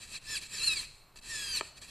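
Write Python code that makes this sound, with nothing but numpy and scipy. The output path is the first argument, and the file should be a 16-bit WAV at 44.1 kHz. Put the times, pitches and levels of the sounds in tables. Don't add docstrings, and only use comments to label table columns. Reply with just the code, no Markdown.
import sys
import numpy as np
from scipy import signal
from scipy.fft import rfft, irfft
from scipy.io import wavfile
from scipy.ndimage import uniform_filter1d

SR = 44100
rng = np.random.default_rng(int(sys.argv[2]) if len(sys.argv) > 2 else 0)


def ratio_of_db(decibels):
    return 10 ** (np.asarray(decibels, float) / 20)


def transcribe(u):
    v = np.clip(np.atleast_2d(u).T, -1, 1)
    q = np.round(v * 32767).astype(np.int16)
    wavfile.write(sys.argv[1], SR, q)


N = 83790


def walk(rate):
    hold = int(SR / rate)
    steps = rng.standard_normal(size=600)
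    stairs = np.repeat(steps[:N // hold + 1], hold)
    return 1.307 * uniform_filter1d(uniform_filter1d(stairs, hold), hold)[:N]


def unit(x):
    return x / np.sqrt(np.mean(x ** 2))


def ring(x, hz, width):
    return signal.lfilter(*signal.iirpeak(hz, hz / width, SR), x)


def air():
    # (frequency [Hz], level per Hz [dB])
    air_spectrum = [(22, 8.5), (55, -11), (200, -15), (500, -16.5), (1000, -14.5), (2500, -24),
                    (6000, -33.5), (14000, -29)]
    air_db, swell_db, flicker_db = -61.5, 1.5, 1.06
    hum_hz, hum_width_hz, hum_db = 124, 11, -71.5
    f = np.fft.rfftfreq(N, 1 / SR) + 1
    swell = walk(2.75)
    curve_hz, curve_db = np.array(air_spectrum).T
    shape = rfft(rng.standard_normal(N)) * ratio_of_db(np.interp(np.log(f), np.log(curve_hz), curve_db))
    bands = 0
    for k in range(21):
        share = np.clip(1 - np.abs(2 * np.log2(f / 18) - k), 0, 1)
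        motion_db = swell_db * swell * (k < 8) + flicker_db * walk(8.976)
        bands = bands + irfft(shape * share, N) * ratio_of_db(motion_db)
    hum = ring(rng.standard_normal(N), hum_hz, hum_width_hz)
    return ratio_of_db(air_db) * unit(bands) + ratio_of_db(hum_db) * unit(hum)


def drive(t):
    # (time [s], tooth rate [Hz], rattle level [dB], whine over rattle [dB],
    # lift of even overtones [dB])
    stroke_short = [
        (.07, 1501, -60.5, -9, 1),
        (0.125, 1500, -48, -9, 1),
        (.145, 1479, -43, -3, -3),
        (.158, 1373, -45, -1.5, 0),
        (.172, 1122, -49.5, -5.5, 4.5),
        (0.189, 903, -60.5, -5, 3),
    ]
    stroke_first = [(.21, 1700, -63, -8, -1), (.246, 1696, -55.5, -6, -1), (.27, 1725, -51, 3, -5),
                    (.3, 1804, -43, 0, -3), (.33, 1744, -42, 3.5, -2), (.351, 1686, -41.5, 4, -0.5),
                    (.363, 1456, -41.5, 1.5, 1.5), (.378, 1128, -46.5, 2.5, 5), (.4, 798, -55, -14, 1)]
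    stroke_back = [(.48, 1800, -59, -7, -3), (.518, 1856, -48, -3, -3), (.54, 1861, -43, -5, 5),
                   (.568, 1670, -42.5, -7, -4), (.6, 1360, -41.5, -0.5, 1.5), (.618, 1312, -42.5, 0, 0),
                   (.638, 1412, -40, 5, -5), (0.661, 1447, -42.5, 3.5, 2.5), (.68, 1368, -38.5, 6, -4.5)]
    stroke_back_end = [(.696, 1305, -42.5, 0, 4.54), (.73, 1277, -39, -0.5, 5.8),
                       (.752, 1216, -45, -4.5, 4.2), (.77, 1150, -41, -3, 7.5), (.8, 1038, -46, -1, 8.8),
                       (.812, 944, -43, -13, 2), (.85, 649, -49, -15, 0.92), (.875, 558.5, -65, -25, 1),
                       (.89, 501, -66, -20, 1)]
    stroke_to_stop = [(1.21, 1900, -62, -9, 5), (1.256, 1900, -50, -7, 1), (1.3, 1866, -45.5, 4.5, -6),
                      (1.36, 1732, -43, 4, -1), (1.44, 1638, -43.5, -1.5, 4), (1.525, 1561, -45, 2.5, 2),
                      (1.568, 1453, -38.5, 5.5, -1.5), (1.584, 1240, -42, 0.5, 0.5),
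                      (1.607, 849.3, -45.5, -7, -12)]
    engage_times = [
        .145,
        .262,
        .53,
        1.295,
    ]
    # (loudest time [s], rattle level [dB], rise [s], fall [s])
    jogs = [(0.029, -49.5, 0.032, 0.039), (0.429, -45, 0.021, 0.019), (.9, -65, .02, 0.11),
            (.465, -51, 0.014, 0.012), (1.159, -54.5, .002, 0.0063), (1.174, -52, 0.0084, .008),
            (1.19, -55, .005, 0.0058), (1.649, -53.5, .03, .05), (1.778, -52, 0.015, 0.013),
            (1.822, -49.5, 0.0089, 0.026), (1.85, -60, 0.016, 0.019), (1.9, -52, 0.029, .02)]
    engage_rise_s, edge_s = 0.007, 0.0044
    hz, rattle, whine, even_db = np.full(N, 1e3), np.zeros(N), np.zeros(N), np.zeros(N)
    strokes = (stroke_short, stroke_first, stroke_back + stroke_back_end, stroke_to_stop)
    for rows, engage in zip(strokes, engage_times):
        s, rate_hz, db, over_db, lift_db = np.array(rows).T
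        on = np.clip(np.minimum(t - s[0], s[-1] - t) / edge_s, 0, 1)
        hz = np.where(on > 0, np.interp(t, s, rate_hz), hz)
        even_db = np.where(on > 0, np.interp(t, s, lift_db), even_db)
        rattle = rattle + on * ratio_of_db(np.interp(t, s, db))
        loaded = (1 + np.tanh((t - engage) / engage_rise_s)) / 2
        whine = whine + on * loaded * ratio_of_db(np.interp(t, s, db + over_db))
    for s, db, rise, fall in jogs:
        rattle = rattle + ratio_of_db(db) * np.exp(-((t - s) / np.where(t < s, rise, fall)) ** 2)
    return hz, rattle, whine, even_db


def gear_mesh(hz, even_db):
    # (multiple of tooth rate [ratio], level [dB])
    teeth = [(1, -4), (2, -4), (3, 0), (4, -3), (5, -8), (6, -7.5), (7, -3.5), (8, -6), (9, -14)]
    second_gear = (2.1, -26)
    jitter, wobble_rate_hz = 0.0029, 35
    wobble_db, wobble_growth_db = 1.14, 0.0506
    first_db_per_octave, first_full_hz = 13, 1780
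    top_tooth_hz = 12000
    phase = 2 * np.pi * np.cumsum(hz * (1 + jitter * walk(150))) / SR
    mesh = 0
    for k, db in teeth + [second_gear]:
        tone_db = db + even_db * (k % 2 == 0)
        tone_db = tone_db + (k == 1) * first_db_per_octave * np.log2(hz / first_full_hz)
        tone_db = tone_db + (wobble_db + wobble_growth_db * k * k) * walk(wobble_rate_hz)
        tone = np.sin(k * phase + 6 * rng.random())
        mesh = mesh + ratio_of_db(tone_db) * tone / (1 + (k * hz / top_tooth_hz) ** 10)
    return mesh


def loose_rattle():
    grit_db = 2 * rng.exponential(size=N)
    flutter_db = 0.24 * walk(100)
    return unit(rng.standard_normal(N) * ratio_of_db(grit_db + flutter_db))


def servo(t):
    # (frequency [Hz], width [Hz], level [dB])
    case_modes = [(1150, 380, -21), (1800, 187, -6.5), (2286, 192, -4), (2653, 246, -1.5), (3330, 710, -9),
                  (4167, 320, 1.5), (4656, 525, -2), (5190, 675, -7), (6190, 570, -9), (7140, 296, -2.5),
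                  (7715, 420, -1.5), (8610, 720, -6), (9346, 590, -7), (11160, 1540, -15.5)]
    whine_db, leak_db, leak_hz, leak_width_hz = -4.5, -18.5, 436, 625
    hz, rattle, whine, even_db = drive(t)
    push = rattle * loose_rattle() + ratio_of_db(whine_db) * whine * gear_mesh(hz, even_db)
    case = 0
    for k, (f, width_hz, db) in enumerate(case_modes):
        case = case + (-1) ** k * ratio_of_db(db) * ring(push, f, width_hz)
    leak = ratio_of_db(leak_db) * ring(push, leak_hz, leak_width_hz)
    return ratio_of_db(12.5) * (case + leak)


def scrub(t):
    scrub_db, top_hz, smooth_s = -12, 140, 0.053
    rattle = drive(t)[1]
    effort = np.sqrt(uniform_filter1d(rattle, int(smooth_s * SR)) * ratio_of_db(-45) + 1e-18)
    bench = ring(rng.standard_normal(N), 40, 106)
    rumble = signal.lfilter(*signal.butter(1, top_hz, fs=SR), bench)
    return ratio_of_db(scrub_db) * effort * unit(rumble)


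def room(x, t):
    near_db, near_t60_s = -7, 0.04
    tail_db, tail_t60_s, tail_top_hz, tail_rise_s = -19.5, 0.75, 9100, 0.048
    sparse = (t > .001) * (rng.random(N) < .03)
    near = rng.standard_normal(N) * 1000 ** (-t / near_t60_s) * sparse
    tail = rng.standard_normal(N) * 1000 ** (-t / tail_t60_s) * np.minimum(t / tail_rise_s, 1)
    tail = signal.lfilter(*signal.butter(1, tail_top_hz, fs=SR), tail)
    echo = ratio_of_db(near_db) * near / np.linalg.norm(near)
    echo = echo + ratio_of_db(tail_db) * tail / np.linalg.norm(tail)
    return x + signal.fftconvolve(x, echo)[:N]


def knocks(t):
    # (time [s], level [dB], softness [s])
    hits = [
        (1.6094, -31, .00005),
        (1.629, -48.5, .0001),
        (1.158, -56.5, 0.000076),
        (1.823, -57, 0.000068),
    ]
    # (frequency [Hz], level [dB], t60 [s])
    stop_modes = [(228.2, -13.5, 0.025), (386.8, -3, 0.022), (631, 0, 0.022), (891, -2.5, .017),
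                  (1258, 4.5, 0.013), (1800, -1.5, .013), (2374, 1.5, 0.014), (3095, -2.5, 0.011),
                  (4430, 2.5, 0.011), (7500, 4, 0.019)]
    rise_cycles = 1.065
    push = 0
    for s, db, soft in hits:
        push = push + ratio_of_db(db) * np.exp(-((t - s) / soft) ** 2) / (soft * SR)
    u = t[t < .09]
    body = 0
    for k, (f, db, t60) in enumerate(stop_modes):
        envelope = 1000 ** (-u / t60) * (1 - np.exp(-u * f / rise_cycles))
        body = body + (-1) ** k * ratio_of_db(db) * np.sin(2 * np.pi * f * u) * envelope
    return signal.fftconvolve(push, body)[:N]


def scene():
    t = np.arange(N) / SR
    background = air()
    moves = servo(t) + knocks(t)
    mono = room(moves, t) + scrub(t) + background
    return np.array([mono, mono])


def low_pass(x):
    return signal.sosfilt(signal.butter(12, 14610, fs=SR, output="sos"), x)


def record(dry):
    patch_from_hz, patch_share, patch_db = 5200, .4, -1
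    patch_bins, patch_frames, window = 32, 3, 1024
    top_hz = 14350
    f, frames, z = signal.stft(dry[0], SR, nperseg=window)
    bin_patch, frame_patch = np.arange(len(f)) // patch_bins, np.arange(len(frames)) // patch_frames
    chance = rng.random(z.shape)[np.ix_(bin_patch, frame_patch)]
    above_hz = f[:, None] - patch_from_hz
    patch = chance < patch_share * np.clip(above_hz / 3000 + .3, 0, 1) * (above_hz > 0)
    size = np.sqrt(np.maximum(uniform_filter1d(np.abs(z) ** 2, size=16, axis=0), 0))
    noise = ratio_of_db(patch_db + 3) * size * np.exp(2j * np.pi * rng.random((2,) + z.shape))
    both = signal.istft(np.where(patch, noise, z), SR, nperseg=window)[1][:, :N]
    both = signal.sosfilt(signal.ellip(8, .2, 80, top_hz, fs=SR, output="sos"), both)
    return low_pass(both)


dry = scene()
out = record(dry)
transcribe(out)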